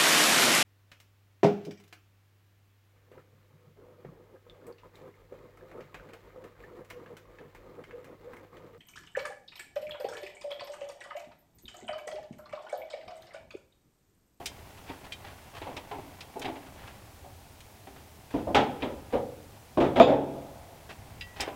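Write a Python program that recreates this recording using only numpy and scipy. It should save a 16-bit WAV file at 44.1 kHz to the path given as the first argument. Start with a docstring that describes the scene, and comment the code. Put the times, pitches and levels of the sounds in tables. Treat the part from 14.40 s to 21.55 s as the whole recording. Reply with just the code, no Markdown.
"""Yard beside a corrugated metal roof: a worker on a ladder shoulders a steel chimney pipe, sets tools down.
Roof: shaped noise and decaying sines per blow; one slam adds a tick, opposed modes and seam buzz.
Ladder bumps, clinks: noise with band-wise decay plus ringing modes. Pipe rubs, scrapes: trains of tiny slips.
Behind: a long faint echo, hiss, distant rumble. The recorder ducks loud blows and limits peaks."""
import sys
import numpy as np
from scipy import signal
from scipy.fft import rfft, irfft
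from scipy.io import wavfile
from scipy.ndimage import uniform_filter1d, minimum_filter1d

SR = 44100
rng = np.random.default_rng(int(sys.argv[2]) if len(sys.argv) > 2 else 0)


def generate_wav(sig):
    """Save sig (samples, or channels by samples) to the path in sys.argv[1] as 16-bit PCM at SR."""
    pcm = np.round(np.clip(np.atleast_2d(sig).T, -1, 1) * 32767).astype(np.int16)
    wavfile.write(sys.argv[1], SR, pcm)


N = 315315
T = np.arange(SR) / SR  # one second in the life of a hit

# roof blows: start_s, level_db, treble_db, struck-spot note_hz, note_db, rattle_s
ROOF_BLOWS = [(3.940, -34.5, -8, 283.5, -29, 0.042), (4.071, -32.5, -15.5, 626, -36, .05),
              (4.146, -22.5, 7, 806.5, -20.5, 0.04), (4.422, -37, 5.5, 276, -45, 0.063),
              (4.732, -33, -5, 510.4, -23, 0.033), (5.3724, -24, -8.5, 351.5, -20, 0.012),
              (5.401, -23.5, -2.5, 531, -27.5, 0.059), (5.558, -25.5, 4, 278, -29, 0.066),
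              (5.600, -15, -6, 477, -15.5, 0.032), (5.672, -17.5, -5.5, 578, -17.5, 0.1)]
# slammed sheet modes: mode_hz, level_db, t60_s
SLAM_MODES = [(215, -20, 0.074), (245, -13.5, .12), (496, -13.5, 0.2), (622, -8.5, 0.09),
              (674.5, -1, 0.094), (953, -11, 0.046), (1224, -12, 0.047), (2390, -17, 0.026),
              (2610, -29, .04)]
# long roof modes, stirred by every blow: mode_hz, level_db, t60_s
ROOF_MODES = [(139.1, -7, 1), (250, -13.5, 0.95), (285, -4, 0.69), (389, -11.5, 0.99), (528, 2, 0.54),
              (580, -3, 0.64), (711, -10.5, .7), (820, -19, 1), (890, -16.5, 0.75), (1250, -26, 0.96),
              (1303, -11.5, 0.48), (2010, -24, .45), (3320, -13.5, 0.36)]
# dense roof ring, spectrum shape: band_hz, density_db_per_hz
ROOF_SPECTRUM = [(30, -20), (70, -5), (130, -4.5), (175, -11.5), (270, 3.5), (420, -1.5), (650, 1),
                 (850, -2), (1100, -10), (1500, -15), (2400, -18), (3600, -21), (4400, -32), (7000, -41),
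                 (9000, -50.5), (16000, -64)]
# dense roof ring, decay: band_hz, t60_s
ROOF_DECAY = [(100, 1), (300, 0.83), (700, 0.61), (1500, 0.46), (3500, 0.42), (7000, 0.42), (14000, .17)]
# scattered sheet modes, strength: band_hz, level_db
SHEET_BANDS = [(180, 1.5), (450, 3), (800, -4.5), (1200, -15.5), (3500, -24)]
# seam buzz, spectrum shape: band_hz, density_db_per_hz
BUZZ_SPECTRUM = [(1200, -23), (2000, -21), (2500, 2.5), (3000, -11), (3550, 7), (4100, -16), (5000, -13),
                 (5800, -42), (7000, -15), (8500, -44.5), (16000, -36.5)]
# ladder steps and bumps: start_s, level_db, treble_db, bass_db, rattle_s
LADDER_BUMPS = [(0.0, -44, -6, 0, 0.024), (.490, -46, 5, 15, 0.015), (1.215, -45, 5, 8, 0.1),
                (1.268, -42, -6, 6, 0.075), (1.365, -46.5, 10.5, 7, 0.015), (1.512, -38, -3.5, -2, 0.031),
                (1.585, -45, -26, 12.5, 0.014), (1.957, -40, -34, -1.5, 0.11), (2.018, -45.5, 5, 7, .011),
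                (2.045, -36, 0.5, 5, 0.014), (2.079, -41, -3, 3, 0.036), (2.157, -43.5, -1, -6, 0.012),
                (2.838, -49, -19, -18, 0.067), (3.470, -44, -6, -12, 0.0069),
                (4.724, -34.5, -10.5, -5, 0.095), (6.997, -37.5, 5, -9, .12), (7.073, -38, -6, -6, 0.024)]
# ladder body, spectrum shape: band_hz, density_db_per_hz
LADDER_SPECTRUM = [(50, -16), (130, -5), (185, -19), (260, -1), (400, -3), (600, -1.5), (800, 3.5),
                   (1300, -11.5), (2400, -8), (3600, -13), (6000, -31.5), (16000, -41)]
# ladder body, decay: band_hz, t60_s
LADDER_DECAY = [(200, 0.93), (800, 0.56), (2500, 0.28), (9000, 0.16)]
# ladder modes: mode_hz, level_db, t60_s
LADDER_MODES = [(265, -0.5, 1), (287, -1.5, 0.95), (389.4, 4, 0.45), (720, 0, 0.35), (800, 4, .3),
                (780, -4, .25), (960, -10, 0.14), (2260, -6.5, 0.13)]
# sharp metal contacts: start_s, crack_db, treble_db, part (name), ring_db
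CLINKS = [(.058, -35.5, 6, "rung", -39.5), (.722, -40, -4, "pipe", -37.5), (1.367, -40, -9.5, "rung", -51),
          (1.807, -40.5, -8.5, "rung", -53), (1.995, -57, 22, "rung", -63), (2.017, -39.5, -6, "pipe", -45),
          (2.053, -39, -16, "buckle", -43), (3.205, -49.5, -1, "pipe", -59),
          (4.147, -29, -8.5, "pipe", -32), (4.422, -33, -35, "pipe", -41),
          (6.81, -40.5, -12, "buckle", -35.5), (7.006, -36.5, 6.5, "rung", -33.5)]
# contact crack, spectrum shape: band_hz, density_db_per_hz
CRACK_SPECTRUM = [(300, -33), (1000, -21), (1500, -3), (2300, 4.5), (3600, 3), (4400, -2.5), (5300, -2.5),
                  (6500, -3.5), (8500, -7), (12000, -15), (16000, -15)]
# contact crack, decay: band_hz, t60_s
CRACK_DECAY = [(1500, 0.18), (5000, 0.24), (14000, 0.089)]
# modes of small ringing parts, by part name: mode_hz, level_db, t60_s
PART_MODES = {"pipe": [(2099, -14, 0.15), (2415, 3, 0.055), (2540, -13, .07), (3120, 1, 0.097),
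              (3250, -23, 0.16), (3780, -9, 0.12), (3940, -14, 0.072), (4585, -11, 0.08), (4850, -23, .12)],
              "rung": [(2120, -10.5, 0.25), (2520, -22.5, .07), (3140, -3.5, 0.16), (3670, -2, 0.12),
              (3840, -10, 0.063), (5000, 5, 0.053), (5460, 2.5, 0.04), (6100, -32, 0.042),
              (8210, -12, 0.11)], "buckle": [(1940, -11.5, 0.62), (2670, -4.5, .11), (2730, -6, 0.13),
              (2930, -14, 0.11), (3100, -10, 0.16), (3480, -11, 0.15), (3900, -8, 0.11), (4940, -15, 0.12),
              (4890, -7, 0.067)]}
# pipe-on-ladder scrapes: start_s, length_s, level_db
SCRAPES = [(0.369, 0.034, -49), (0.468, 0.092, -48), (0.639, 0.038, -47), (0.842, 0.076, -47),
           (1.146, 0.056, -44), (2.257, 0.033, -52.5), (2.373, 0.16, -54.5), (2.47, 0.04, -52),
           (3.558, 0.034, -50), (3.903, 0.1, -47), (4.401, 0.035, -48), (4.701, .04, -49.5),
           (6.49, .04, -42.5), (6.958, 0.092, -46.5)]
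# climbs, pipe rubbing on the shoulder: start_s, end_s, level_db
CLIMBS = [(0, 2.54, -54.5), (6.301, 7.15, -57.5)]
# yard echo colour: band_hz, level_db
YARD_SPECTRUM = [(60, -19), (250, -9), (450, -8.5), (750, -5.5), (1200, -2.5), (3000, 1), (8000, -15)]
# yard echo, decay: band_hz, t60_s
YARD_DECAY = [(150, 1.3), (400, 1.6), (750, 2.38), (2000, 1.2), (8000, 1.14)]
# hiss and rumble, spectrum shape: band_hz, density_db_per_hz
AIR_SPECTRUM = [(20, -14), (55, 0), (96, 4), (170, -8), (280, -11), (520, -15), (790, -11.5), (1100, -20),
                (2000, -22), (4000, -24.5), (9000, -27), (16000, -28.5)]
# distant rumble, gain: time_s, gain_db
RUMBLE_GAIN = [(0, -1.5), (3.3, -1.5), (6.6, 0), (7.15, 5)]

SLAM_S = 5.5998  # heavy drop that sets the whole sheet swinging
BASS_EVEN_DB, BASS_DB_PER_DB = -28, 0.74  # blows softer than this level are bass-heavy, harder ones lean
BUILD_SHARE = 0.15  # build-up time constant as a share of rattle_s
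# a harder contact chatters longer
CLINK_RATTLE_S, CLINK_REF_DB, CLINK_RATTLE_DB_PER_DB = 0.011, -41.5, 0.5
REST_DB, SETTLE_S = -63, 0.28  # rubbing while standing; ramp before and after each climb
AIR_DB = -51.5
EDGE_HZ = 15900


def roof(modes_db=-8, first_db=-8):
    """Each blow stirs the sheets' dense ring, their long modes and the note of the struck spot."""
    out = np.zeros(N)
    for start_s, level_db, treble_db, note_hz, note_db, rattle_s in ROOF_BLOWS:
        bass_db = BASS_DB_PER_DB * (BASS_EVEN_DB - level_db)
        dense = spot(noise(ROOF_SPECTRUM, SR), uneven_db=4)
        dense = fade(shelves(dense, treble_db, bass_db, treble_hz=1190), ROOF_DECAY)
        dense = dense * chatter(rattle_s, tail_db=-1.5, rough_db=-1.0)
        tilted = [(hz, db + treble_db * (hz > 1000), t60_s) for hz, db, t60_s in ROOF_MODES]
        modes = amp(modes_db) * ring(tilted) + scattered(level_db=-20.5, treble_db=treble_db)
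        # the sound grows as the bending waves spread over the sheet
        spread = 1 - (1 - amp(first_db)) * np.exp(-T / (BUILD_SHARE * rattle_s))
        blow = amp(level_db) * (dense + modes) + amp(note_db) * cluster(note_hz)
        add(out, start_s, spread * blow)
    return out


def slam(boom_db=1, swell_s=0.0015, tick_db=-4, tick_decay_s=0.0006,
         buzz_db=-23, buzz_t60_s=0.3, buzz_build_s=0.013):
    """A hard tick; the sheet's main modes swing up fast, neighbours opposed, and its seams buzz."""
    out = np.zeros(N)
    # band_hz, density_db_per_hz
    tick_spectrum = [(200, -18), (900, 3), (2000, 7), (3600, 6), (5000, -18), (8000, -28), (16000, -31)]
    tick = noise(tick_spectrum, SR) * np.exp(-T / tick_decay_s)
    tick = tick * (1 - np.exp(-T / 0.00023))
    opposed = (-1) ** np.arange(len(SLAM_MODES))
    boom = ring(SLAM_MODES, signs=opposed) * (1 - np.exp(-T / swell_s))
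    buzz = noise(BUZZ_SPECTRUM, SR) * amp(-60 * T / buzz_t60_s)
    buzz = buzz * (1 - np.exp(-T / buzz_build_s))
    add(out, SLAM_S, amp(boom_db) * boom + amp(tick_db) * tick + amp(buzz_db) * buzz)
    return out


def ladder(rise_s=0.0018, modes_db=-12):
    """Boots and pipe bump the ladder, which rings and rattles against the eave."""
    out = np.zeros(N)
    for start_s, level_db, treble_db, bass_db, rattle_s in LADDER_BUMPS:
        body = spot(noise(LADDER_SPECTRUM, SR), uneven_db=5.5)
        body = fade(shelves(body, treble_db, bass_db, treble_hz=1380), LADDER_DECAY)
        body = body * chatter(rattle_s, tail_db=-6, rough_db=3.0)
        bump = body + amp(modes_db) * ring(LADDER_MODES)
        add(out, start_s, amp(level_db) * bump * (1 - np.exp(-T / rise_s)))
    return out


def clinks(echo_db=-8, echo_decay_s=0.022):
    """Metal meets metal: a bright crack and a few short high modes, thickened by the nearby roof."""
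    out = np.zeros(N)
    for start_s, crack_db, treble_db, part, ring_db in CLINKS:
        rattle_s = CLINK_RATTLE_S * amp(CLINK_RATTLE_DB_PER_DB * (crack_db - CLINK_REF_DB))
        crack = shelves(noise(CRACK_SPECTRUM, SR), treble_db, 0, treble_hz=4940)
        crack = fade(crack, CRACK_DECAY) * chatter(rattle_s, tail_db=-17, rough_db=0.5)
        tones = amp(ring_db) * ring(PART_MODES[part])
        echoes = rng.standard_normal(SR) * np.exp(-T / echo_decay_s)
        echoes = echoes / np.linalg.norm(echoes)
        tones = tones + amp(echo_db) * signal.fftconvolve(tones, echoes)[:SR]
        add(out, start_s, amp(crack_db) * crack + tones)
    return out


def scrapes(attack_s=0.0067, treble_db=4.0, bass_db=-6):
    """Metal on metal slips more brightly; each scrape catches quickly and runs out."""
    pressure = np.zeros(N)
    for start_s, length_s, level_db in SCRAPES:
        stroke = np.minimum(T / attack_s, 1) * np.exp(-(T / length_s) ** 2)
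        add(pressure, start_s, amp(level_db) * stroke)
    return pressure * evened(shelves(slips(), treble_db, bass_db, treble_hz=1380))


def slide():
    """The pipe rubs on the shoulder during each climb and quietens when the worker stands."""
    time_s = np.arange(N) / SR
    level_db = np.full(N, float(REST_DB))
    for start_s, end_s, climb_db in CLIMBS:
        moving = np.clip(1 + np.minimum(time_s - start_s, end_s - time_s) / SETTLE_S, 0, 1)
        level_db = level_db + moving * (climb_db - REST_DB)
    return slips() * amp(level_db)


def yard(x, wet_db=-29.5, build_s=0.041):
    """Scattered echoes from the surroundings, longest in the low middle."""
    time_s = np.arange(2 * SR) / SR
    tail = fade(noise(YARD_SPECTRUM, 2 * SR), YARD_DECAY) * (1 - np.exp(-time_s / build_s))
    return amp(wet_db) * signal.fftconvolve(x, tail / np.linalg.norm(tail))[:N]


def air(drift_db=2.0):
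    """Steady microphone hiss over a distant outdoor rumble that drifts."""
    time_s = np.arange(N) / SR
    drift_hz = np.geomspace(0.5, 5, 8)
    drift = evened(sum(np.sin(2 * np.pi * (hz * time_s + rng.random())) for hz in drift_hz))
    steady = amp(AIR_DB) * noise(AIR_SPECTRUM, N)
    rumble = signal.lfilter(*signal.butter(1, 200, fs=SR), steady)
    gain_db = drift_db * drift + np.interp(time_s, *np.transpose(RUMBLE_GAIN))
    return steady + rumble * (amp(gain_db) - 1)  # only the low part moves


def scattered(level_db, treble_db, count=40):
    """Every spot of the sheet wakes its own handful of modes."""
    hz = np.geomspace(SHEET_BANDS[0][0], SHEET_BANDS[-1][0], count)
    hz = hz * (1 + rng.uniform(-0.0402, 0.0397, count))
    db = level_db + read(SHEET_BANDS, hz) + treble_db * (hz > 1000)
    return ring(np.transpose([hz, db, read(ROOF_DECAY, hz)]))


def cluster(note_hz, width=0.16, t60_s=0.49, count=9):
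    """The ribs split the note of a spot into close modes that beat; width is a share of note_hz."""
    offsets = np.linspace(-1, 1, count) + rng.uniform(-0.099, 0.101, count)
    return ring([(note_hz * (1 + width * x), -5 - 8 * x ** 2, t60_s) for x in offsets])


def spot(x, uneven_db):
    """Each contact point favours some low resonances and sits on the nodes of others."""
    hz = np.geomspace(150, 1500, 36)
    db = uneven_db * np.clip(rng.standard_normal(len(hz)), -1.5, 1.5)
    db = db * signal.windows.tukey(len(hz), 0.2)
    return evened(colour(x, np.transpose([hz, db])))


def chatter(rattle_s, tail_db, rough_db, grain_s=0.002):
    """Loose metal strikes again and again for a moment, then only rings on."""
    slaps = uniform_filter1d(rng.standard_normal(SR), max(int(grain_s * SR), 2))
    slaps = np.clip(evened(slaps), -2, 2)
    contact = np.exp(-(T / (2 * rattle_s)) ** 2)
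    onset = np.minimum(T / 0.00084, 1)
    return (amp(tail_db) + contact * amp(rough_db * slaps)) * onset


def slips(slips_per_s=600, spread_db=3, slip_t60_s=0.063):
    """Tiny random slips of the pipe, each with a short metallic ring."""
    out = np.zeros(N)
    # band_hz, density_db_per_hz
    spectrum = [(100, 0.5), (300, 0.5), (800, 5), (1300, -4.0), (2500, -5.5), (4500, -16.5), (12000, -40.0)]
    for _ in range(8):  # eight ring shapes share the slips
        strength = amp(spread_db * np.minimum(rng.exponential(1, N), 3))
        clicks = (rng.random(N) < slips_per_s / 8 / SR) * strength
        body = noise(spectrum, SR) * amp(-60 * T / slip_t60_s)
        out += signal.oaconvolve(clicks, body)[:N]
    return evened(out)


def ring(modes, signs=None):
    """Decaying sines; the place of the blow decides the sign of each, random unless given."""
    if signs is None:
        signs = rng.choice([-1, 1], len(modes))
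    out = np.zeros(SR)
    for sign, (hz, db, t60_s) in zip(signs, modes):
        out += sign * amp(db - 60 * T / t60_s) * np.sin(2 * np.pi * hz * T)
    return out


def shelves(x, treble_db, bass_db, treble_hz, bass_hz=350):
    """A hard contact lifts the treble, a heavy one the bass."""
    hz = np.fft.rfftfreq(len(x), 1 / SR)
    high = 1 - 1 / (1 + (hz / treble_hz) ** 4)
    low = 1 / (1 + (hz / bass_hz) ** 4)
    return irfft(rfft(x) * amp(treble_db * high + bass_db * low), len(x))


def fade(x, decay):
    """Lets each band die at its own speed."""
    hz, time_s, bands = signal.stft(x, SR, nperseg=256)
    bands = bands * amp(-60 * time_s / read(decay, hz)[:, None])
    return signal.istft(bands, SR, nperseg=256)[1][:len(x)]


def noise(spectrum, size):
    """Noise of rms 1 with the given spectrum."""
    return evened(colour(rng.standard_normal(size), spectrum))


def colour(x, spectrum):
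    """Filters by a table of band_hz, level_db."""
    hz = np.fft.rfftfreq(len(x), 1 / SR)
    return irfft(rfft(x) * amp(read(spectrum, hz)), len(x))


def read(points, hz):
    """Reads a table on a log-frequency axis."""
    point_hz, value = np.transpose(points)
    return np.interp(np.log(hz + 1), np.log(point_hz + 1), value)


def amp(db):
    """Decibels to gain."""
    return 10 ** (np.asarray(db) / 20)


def evened(x):
    """Scales to rms 1."""
    return x / np.sqrt(np.mean(x ** 2) + 1e-20)


def add(mix, start_s, sound):
    """Mixes a sound in at start_s."""
    part = mix[max(round(start_s * SR), 0):][:len(sound)]
    part += sound[:len(part)]


def scene():
    """All the handling, its echo and the open air."""
    work = roof() + slam() + ladder() + clinks() + scrapes() + slide()
    return (work + yard(work) + air())[None]


def record(dry, limit_db=-12, recover_db_per_s=24, lag_s=0.05, full_scale=1):
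    """Slow gain control ducks power above limit_db, a fast limiter holds peaks; then the band limit."""
    power_db = 10 * np.log10(abs(uniform_filter1d(dry[0] ** 2, size=600)) + 1e-12)
    # peak follower: jumps up at once, falls at a steady rate
    fall_db = np.arange(N) * recover_db_per_s / SR
    held_db = np.maximum.accumulate(power_db + fall_db) - fall_db
    over_db = np.maximum(held_db - limit_db, 0)
    pole = np.exp(-1 / (lag_s * SR))
    ducked = dry * amp(-signal.lfilter([1 - pole], [1, -pole], over_db))
    hold = minimum_filter1d(full_scale / np.maximum(abs(ducked), full_scale), size=91)
    limited = ducked * uniform_filter1d(hold, size=91)
    band_limit = signal.firwin(511, EDGE_HZ, window=("kaiser", 9), fs=SR)
    return signal.oaconvolve(limited, band_limit[None], "same")


dry = scene()
out = record(dry)
generate_wav(out)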